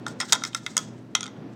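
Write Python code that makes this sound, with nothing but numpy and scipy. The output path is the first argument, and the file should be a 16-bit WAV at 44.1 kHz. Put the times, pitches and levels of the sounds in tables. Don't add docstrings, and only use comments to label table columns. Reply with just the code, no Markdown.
import sys
import numpy as np
from scipy import signal
from scipy.fft import rfft, irfft
from scipy.io import wavfile
from scipy.ndimage import uniform_filter1d, map_coordinates

SR = 44100
rng = np.random.default_rng(int(sys.argv[2]) if len(sys.argv) > 2 else 0)


def attenuation_scalar(level_db):
    decades = np.asarray(level_db, float) / 20
    return 10 ** decades


def int16_out(signal):
    q = np.round(np.clip(np.atleast_2d(signal).T, -1, 1) * 32767)
    wavfile.write(sys.argv[1], SR, q.astype(np.int16))


N = 68355

# ratio to pitch, level in dB, t60 in s.
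CLAY_MODES = [(.83, -20, 0.011), (.9, 0, 0.0147), (.965, 4, 0.0096), (1.06, 5, 0.0082), (1.135, 6, 0.0063),
              (1.22, -3, 0.0074), (1.34, 0, 0.014), (1.45, -37.5, 0.0056), (1.6, -36.5, 0.006),
              (2.1, -21.5, .004), (2.5, -27.5, .004)]
# frequency in Hz, level in dB, t60 in s.
PILE_MODES = [(3290, 2, 0.022), (3420, -2, 0.02), (3570, -1, .018), (3715, 1, 0.022), (2600, -3, 0.015),
              (4500, -6, .012)]
# frequency in Hz, level in dB, t60 in s.
MAT_MODES = [(600, -20, .03), (800, -12, 0.05), (855, -6, 0.08), (1033, -3, .06), (1325, -3, .045),
             (1385, 1, 0.075), (1455, -2, 0.045), (1800, -2, 0.03), (1950, 0, 0.022), (2070, 4, 0.03),
             (2500, -4, .015)]


def ring(modes, scale, t, chance):
    detune, scatter_db = 0.019, 4.5
    hz, db, t60 = np.array(modes).T[:, :, None]
    tuning, strength = chance[:, :len(modes), None]
    hz = np.minimum(hz * scale * (1 + detune * tuning), .45 * SR)
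    decay = np.exp(-np.log(1000) * t / t60)
    y = (attenuation_scalar(db + scatter_db * strength) * np.sin(2 * np.pi * hz * t) * decay).sum(axis=0)
    return y / np.abs(y).max()


def contact_force(grit, t):
    blow_s, tick_db, chatter_s, chatter_db = 0.00084, -18, 0.0015, -11
    swell = t[:256] / chatter_s * np.exp(1 - t[:256] / chatter_s * 2)
    force = attenuation_scalar(chatter_db) * 1.615 * grit * swell
    force[0] += attenuation_scalar(tick_db)
    force[int(blow_s * SR)] += 1
    return force


def rattle_on(struck, rattle_s, t):
    rise_s = 0.0018
    shake = rng.standard_normal(len(t)) * (1 - np.exp(-t / rise_s)) * np.exp(-np.log(1000) * t / rattle_s)
    return signal.fftconvolve(shake / np.sqrt(np.sum(shake ** 2)), struck)[:len(t)]


def impact(mat_db, pile_db, spot_hz, modes, pitch_hz, scatter, free, rattle_db, rattle_s):
    clay_level_db, pile_level_db, mat_level_db, crack_db = -2.5, 12, 6.5, -38
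    spot_db_per_oct, mat_rise_s = 13, .001
    t = np.arange(SR // 8) / SR
    chance = scatter * rng.standard_normal((3, 2, 12))
    grit = rng.standard_normal((2, 256))
    clay = attenuation_scalar(clay_level_db) * ring(modes, pitch_hz, t, chance[0])
    clay[:256] += attenuation_scalar(crack_db) * grit[1] * np.exp(-t[:256] / 0.0011)
    spot = [(hz, db - spot_db_per_oct * abs(np.log2(hz / spot_hz)), t60 * np.clip(free, .7, 1.3))
            for hz, db, t60 in MAT_MODES]
    mat = attenuation_scalar(mat_level_db + mat_db) * ring(spot, 1, t, chance[2])
    damped = [(hz, db, t60 * free) for hz, db, t60 in PILE_MODES]
    pile = attenuation_scalar(pile_level_db + pile_db) * ring(damped, 1, t, chance[1])
    rattle = rattle_on(clay + attenuation_scalar(-0.5) * mat + attenuation_scalar(-4.5) * pile, rattle_s, t)
    y = (mat + pile) * (1 - np.exp(-t / mat_rise_s))
    y = y + signal.fftconvolve(contact_force(grit[0], t), clay)[:len(t)]
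    return y + attenuation_scalar(rattle_db + 6.5) * rattle


def strike(blows, modes, pitch_hz, top_hz, scatter, free, rattle_db, rattle_s):
    soft_dulls, late_s = 0.14, 0.00023
    out = np.zeros(N + SR)
    for s, db, mat_db, pile_db, spot_hz in blows:
        y = impact(mat_db, pile_db, spot_hz, modes, pitch_hz, scatter, free, rattle_db, rattle_s)
        edge_hz = min(top_hz * attenuation_scalar(soft_dulls * db), .45 * SR)
        edge = signal.butter(2, edge_hz, fs=SR, output="sos")
        i = int((s + late_s) * SR)
        out[i:i + len(y)] += attenuation_scalar(db) * signal.sosfilt(edge, y)
    return out[:N]


def larger_piece():
    # start in s, clay peak in dB, mat in dB re clay, pile in dB re clay, mat spot in Hz.
    large_blows = [(0.0648, -20, 4, -6, 1250), (0.0737, -36, -2, -35, 1410),
                   (0.0791, -29, 0.5, -12.5, 1300), (0.0817, -23, -28.5, -14.5, 810),
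                   (0.2948, -35, -6, 2.5, 2070), (0.4369, -10.5, -4.5, -10.5, 2120),
                   (0.4499, -17, -5.5, -10, 2050), (0.4624, -33.5, -21, -20.5, 1370),
                   (0.547, -9, -6.5, -9.5, 1660), (0.6633, -15, -0.5, -3.5, 2120),
                   (0.7773, -3.5, -27, -15, 1450), (0.7887, -22, -3, -19.5, 1080)]
    return strike(large_blows, CLAY_MODES, pitch_hz=5780, top_hz=15700, scatter=1, free=0.89,
                  rattle_db=-20.5, rattle_s=0.15)


def smaller_piece():
    # start in s, clay peak in dB, mat in dB re clay, pile in dB re clay, mat spot in Hz.
    small_blows = [
        (0.3229, 4.5, -12.5, -17, 2060),
        (.3268, -9, -5.5, 0, 1390),
        (0.3302, 2.5, -16, -17.5, 1340),
        (0.346, -23.5, 0.5, -23, 1340),
        (.351, -17.5, -4.5, -5.5, 1400),
        (0.7673, -2, -11.5, -26.5, 1936),
    ]
    return strike(small_blows, CLAY_MODES, pitch_hz=5800, top_hz=13000, scatter=0.59, free=1,
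                  rattle_db=-16, rattle_s=0.093)


def dropped_piece():
    # start in s, clay peak in dB, mat in dB re clay, pile in dB re clay, mat spot in Hz.
    landings = [
        (1.1502, -3, -8, -6, 1350),
        (1.1517, -1.5, -21, -9.5, 1630),
        (1.2068, -14.5, -13, -11.5, 1430),
        (1.2185, -45, 4, -15, 1420),
        (1.2296, -15, -14, -8, 1390),
        (1.2393, -19.5, -19.5, -10.5, 1390),
        (1.2485, -49, 2, -15, 1420),
        (1.2568, -24.5, -3, -18, 1390),
        (1.2637, -21, -14, -8.5, 1400),
        (1.2775, -29, -2.5, -8, 1400),
    ]
    # ratio to pitch, level in dB, t60 in s.
    loose_modes = [(.81, -19, 0.004), (.92, -7, 0.008), (.97, -1, .008), (1.02, 0, 0.008), (1.07, -2, .009),
                   (1.15, -4, .009), (1.27, -9, 0.008), (1.42, -6, 0.014), (1.5, -10, .008),
                   (2.3, -30.5, .004)]
    return strike(landings, loose_modes, pitch_hz=6000, top_hz=8000, scatter=0.94, free=0.87,
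                  rattle_db=-19, rattle_s=.12)


def long_shove():
    # start in s, clay peak in dB, mat in dB re clay, pile in dB re clay, mat spot in Hz.
    jostles = [
        (0.2009, -33, -6.5, -20.5, 790),
        (0.2012, -11, -4, -16, 2010),
        (.2038, -15, 0, -18, 2086),
        (0.2115, -17.5, -12, -6, 1472),
        (0.2182, -26.5, -2, -12.5, 1390),
        (.2222, -24, -22, -12, 1395),
        (.2298, -30, 3, -13, 1380),
    ]
    # ratio to pitch, level in dB, t60 in s.
    wedged_modes = [(.88, -11.5, 0.01), (1.0, 4, 0.023), (1.08, 0, .015), (1.11, -5, 0.016),
                    (1.26, 1, 0.034), (1.36, -5, 0.022), (1.61, -5, 0.027), (1.8, -23.5, .004),
                    (2.4, -24.5, 0.0034)]
    return strike(jostles, wedged_modes, pitch_hz=5170, top_hz=12800, scatter=0.98, free=1,
                  rattle_db=-12, rattle_s=0.089)


def light_touches():
    # start in s, clay peak in dB, mat in dB re clay, pile in dB re clay, mat spot in Hz.
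    brushes = [
        (.4200, -36.5, 12.5, 2, 1570),
        (.531, -39, 1, 11, 1900),
        (.876, -43, -16, -8, 1400),
    ]
    return strike(brushes, CLAY_MODES, pitch_hz=6500, top_hz=9200, scatter=0.71, free=.7,
                  rattle_db=-26, rattle_s=0.065)


def padded_nudges():
    # start in s, clay peak in dB, mat in dB re clay, pile in dB re clay, mat spot in Hz.
    pushes = [
        (.0665, -47.5, 15, 9, 790),
        (.2035, -34.5, 13.5, 11.5, 850),
        (.227, -45, 19.5, 10, 850),
        (.358, -37, 18.5, 1.5, 1550),
        (.336, -30.5, 15, -5.5, 1090),
        (.772, -40.5, 23, -1.5, 1072),
        (1.154, -44, 6, 11, 920),
        (1.364, -46, 0.5, 7, 1100),
    ]
    return strike(pushes, CLAY_MODES, pitch_hz=3400, top_hz=4800, scatter=0.65, free=0.24,
                  rattle_db=-21, rattle_s=.08)


def level(x, db):
    return x * attenuation_scalar(db) / np.sqrt(np.mean(x ** 2))


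def colour(x, points):
    hz, db = np.array(points).T
    f = np.maximum(np.arange(len(x) // 2 + 1) * SR / len(x), 1)
    return irfft(rfft(x) * attenuation_scalar(np.interp(np.log(f), np.log(hz), db)), len(x))


def walk(rate):
    k = int(SR / rate)
    steps = np.repeat(rng.standard_normal(N // k + 1), k)
    return 1.5 * uniform_filter1d(uniform_filter1d(steps, k), k)[:N]


def slide():
    # time in s, level in dB.
    slide_db = [(0, -93), (.06, -84), (.09, -57), (.17, -74.5), (0.2, -71), (.24, -60), (.27, -63),
                (0.288, -46.5), (.31, -56), (.37, -70.5), (0.499, -65), (0.629, -71.5), (.8, -59),
                (0.869, -71.5), (1.0, -85.5), (1.19, -83), (1.25, -61), (1.33, -88.5)]
    # frequency in Hz, level in dB per Hz.
    scrape = [(700, -23.5), (1600, 4), (2700, -10.5), (3500, 0), (5300, 1.5), (8000, 2), (10000, -16),
              (16000, -22.5)]
    grains_per_s, grain_db = 4000, 2
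    s, db = np.array(slide_db).T
    falls = rng.random(N) < grains_per_s / SR
    sizes = attenuation_scalar(grain_db * np.minimum(rng.exponential(size=N), 3))
    rub = falls * rng.standard_normal(N) * sizes + 0.97 * rng.standard_normal(N)
    t, still = np.arange(SR // 16) / SR, np.zeros((2, 12))
    body = ring(PILE_MODES, 0.93, t, still) + 0.73 * ring(MAT_MODES, 1, t, still)
    body = body + 1.5 * ring(CLAY_MODES, 5780, t, still)
    direct = level(colour(rub, scrape), 11.0)
    ringing = level(signal.fftconvolve(rub, body)[:N], -7.0)
    return (direct + ringing) * attenuation_scalar(np.interp(np.arange(N) / SR, s, db) + 5.4 * walk(57))


def room(x):
    room_db, room_t60_s, treble_t60_s, gap_s = -15.5, 0.4, 0.4, 0.0024
    nearby_db, nearby_t60_s = -0.5, 0.063
    # frequency in Hz, level in dB.
    wall = [(500, 14), (1400, -3.5), (3500, -1), (6000, -4), (8800, -13), (10500, -16.5), (16000, -30)]
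    t = np.arange(SR // 2) / SR
    n = rng.standard_normal(len(t))
    low = signal.sosfilt(signal.butter(2, 4000, fs=SR, output="sos"), n)
    ir = low * np.exp(-np.log(1000) * t / room_t60_s)
    ir = ir + (n - low) * np.exp(-np.log(1000) * t / treble_t60_s)
    ir = ir + attenuation_scalar(nearby_db) * n * np.exp(-np.log(1000) * t / nearby_t60_s)
    ir = colour(ir, wall) * (1 - np.exp(-(t / gap_s) ** 2))
    return attenuation_scalar(room_db) * signal.fftconvolve(x, ir / np.sqrt(np.sum(ir ** 2)))[:N]


def ventilation():
    # frequency in Hz, level in dB per Hz.
    air = [(18, -54.5), (80, -26), (105, -9.5), (255, -4), (520, -16), (2000, -32), (6000, -46.5),
           (9500, -92), (16500, -79.5)]
    # frequency in Hz, width in Hz, rms level in dB.
    duct = [(154, 40, -54.5), (212.9, 5, -51.5), (248.8, 8, -51), (317, 16, -58)]
    y = level(colour(rng.standard_normal(N), air), -45.5) * attenuation_scalar(2.0 * walk(9.9))
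    for hz, width_hz, db in duct:
        peak = signal.iirpeak(hz, hz / width_hz, fs=SR)
        y = y + level(signal.lfilter(*peak, rng.standard_normal(N)), db)
    return y


def mains_hum():
    hum_hz, hum_db, wobble_db = 120.3, -51.5, 2.5
    swell = np.sqrt(2) * attenuation_scalar(hum_db + wobble_db * walk(9.9))
    return swell * np.sin(2 * np.pi * hum_hz * np.arange(N) / SR + 0.17 * walk(15))


def scene():
    radiate_hz, echo_s, echo_db = 640, 0.000411, -30.5
    pieces = larger_piece() + long_shove() + smaller_piece()
    pieces = pieces + light_touches() + dropped_piece() + padded_nudges()
    radiation = signal.butter(3, radiate_hz, "high", fs=SR, output="sos")
    near = signal.sosfilt(radiation, pieces + slide())
    heard = near + room(near)
    mirror = map_coordinates(heard, [np.arange(N) - echo_s * SR], mode="nearest")
    return (0.82 * (heard - attenuation_scalar(echo_db) * mirror) + ventilation() + mains_hum())[None]


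def top_cut(x):
    return signal.sosfilt(signal.butter(12, 16860, fs=SR, output="sos"), x)


def record(dry):
    top = signal.ellip(8, .2, 70, 16300, fs=SR, output="sos")
    mix = signal.sosfilt(top, np.tanh(dry))
    return top_cut(mix)


dry = scene()
out = record(dry)
int16_out(out)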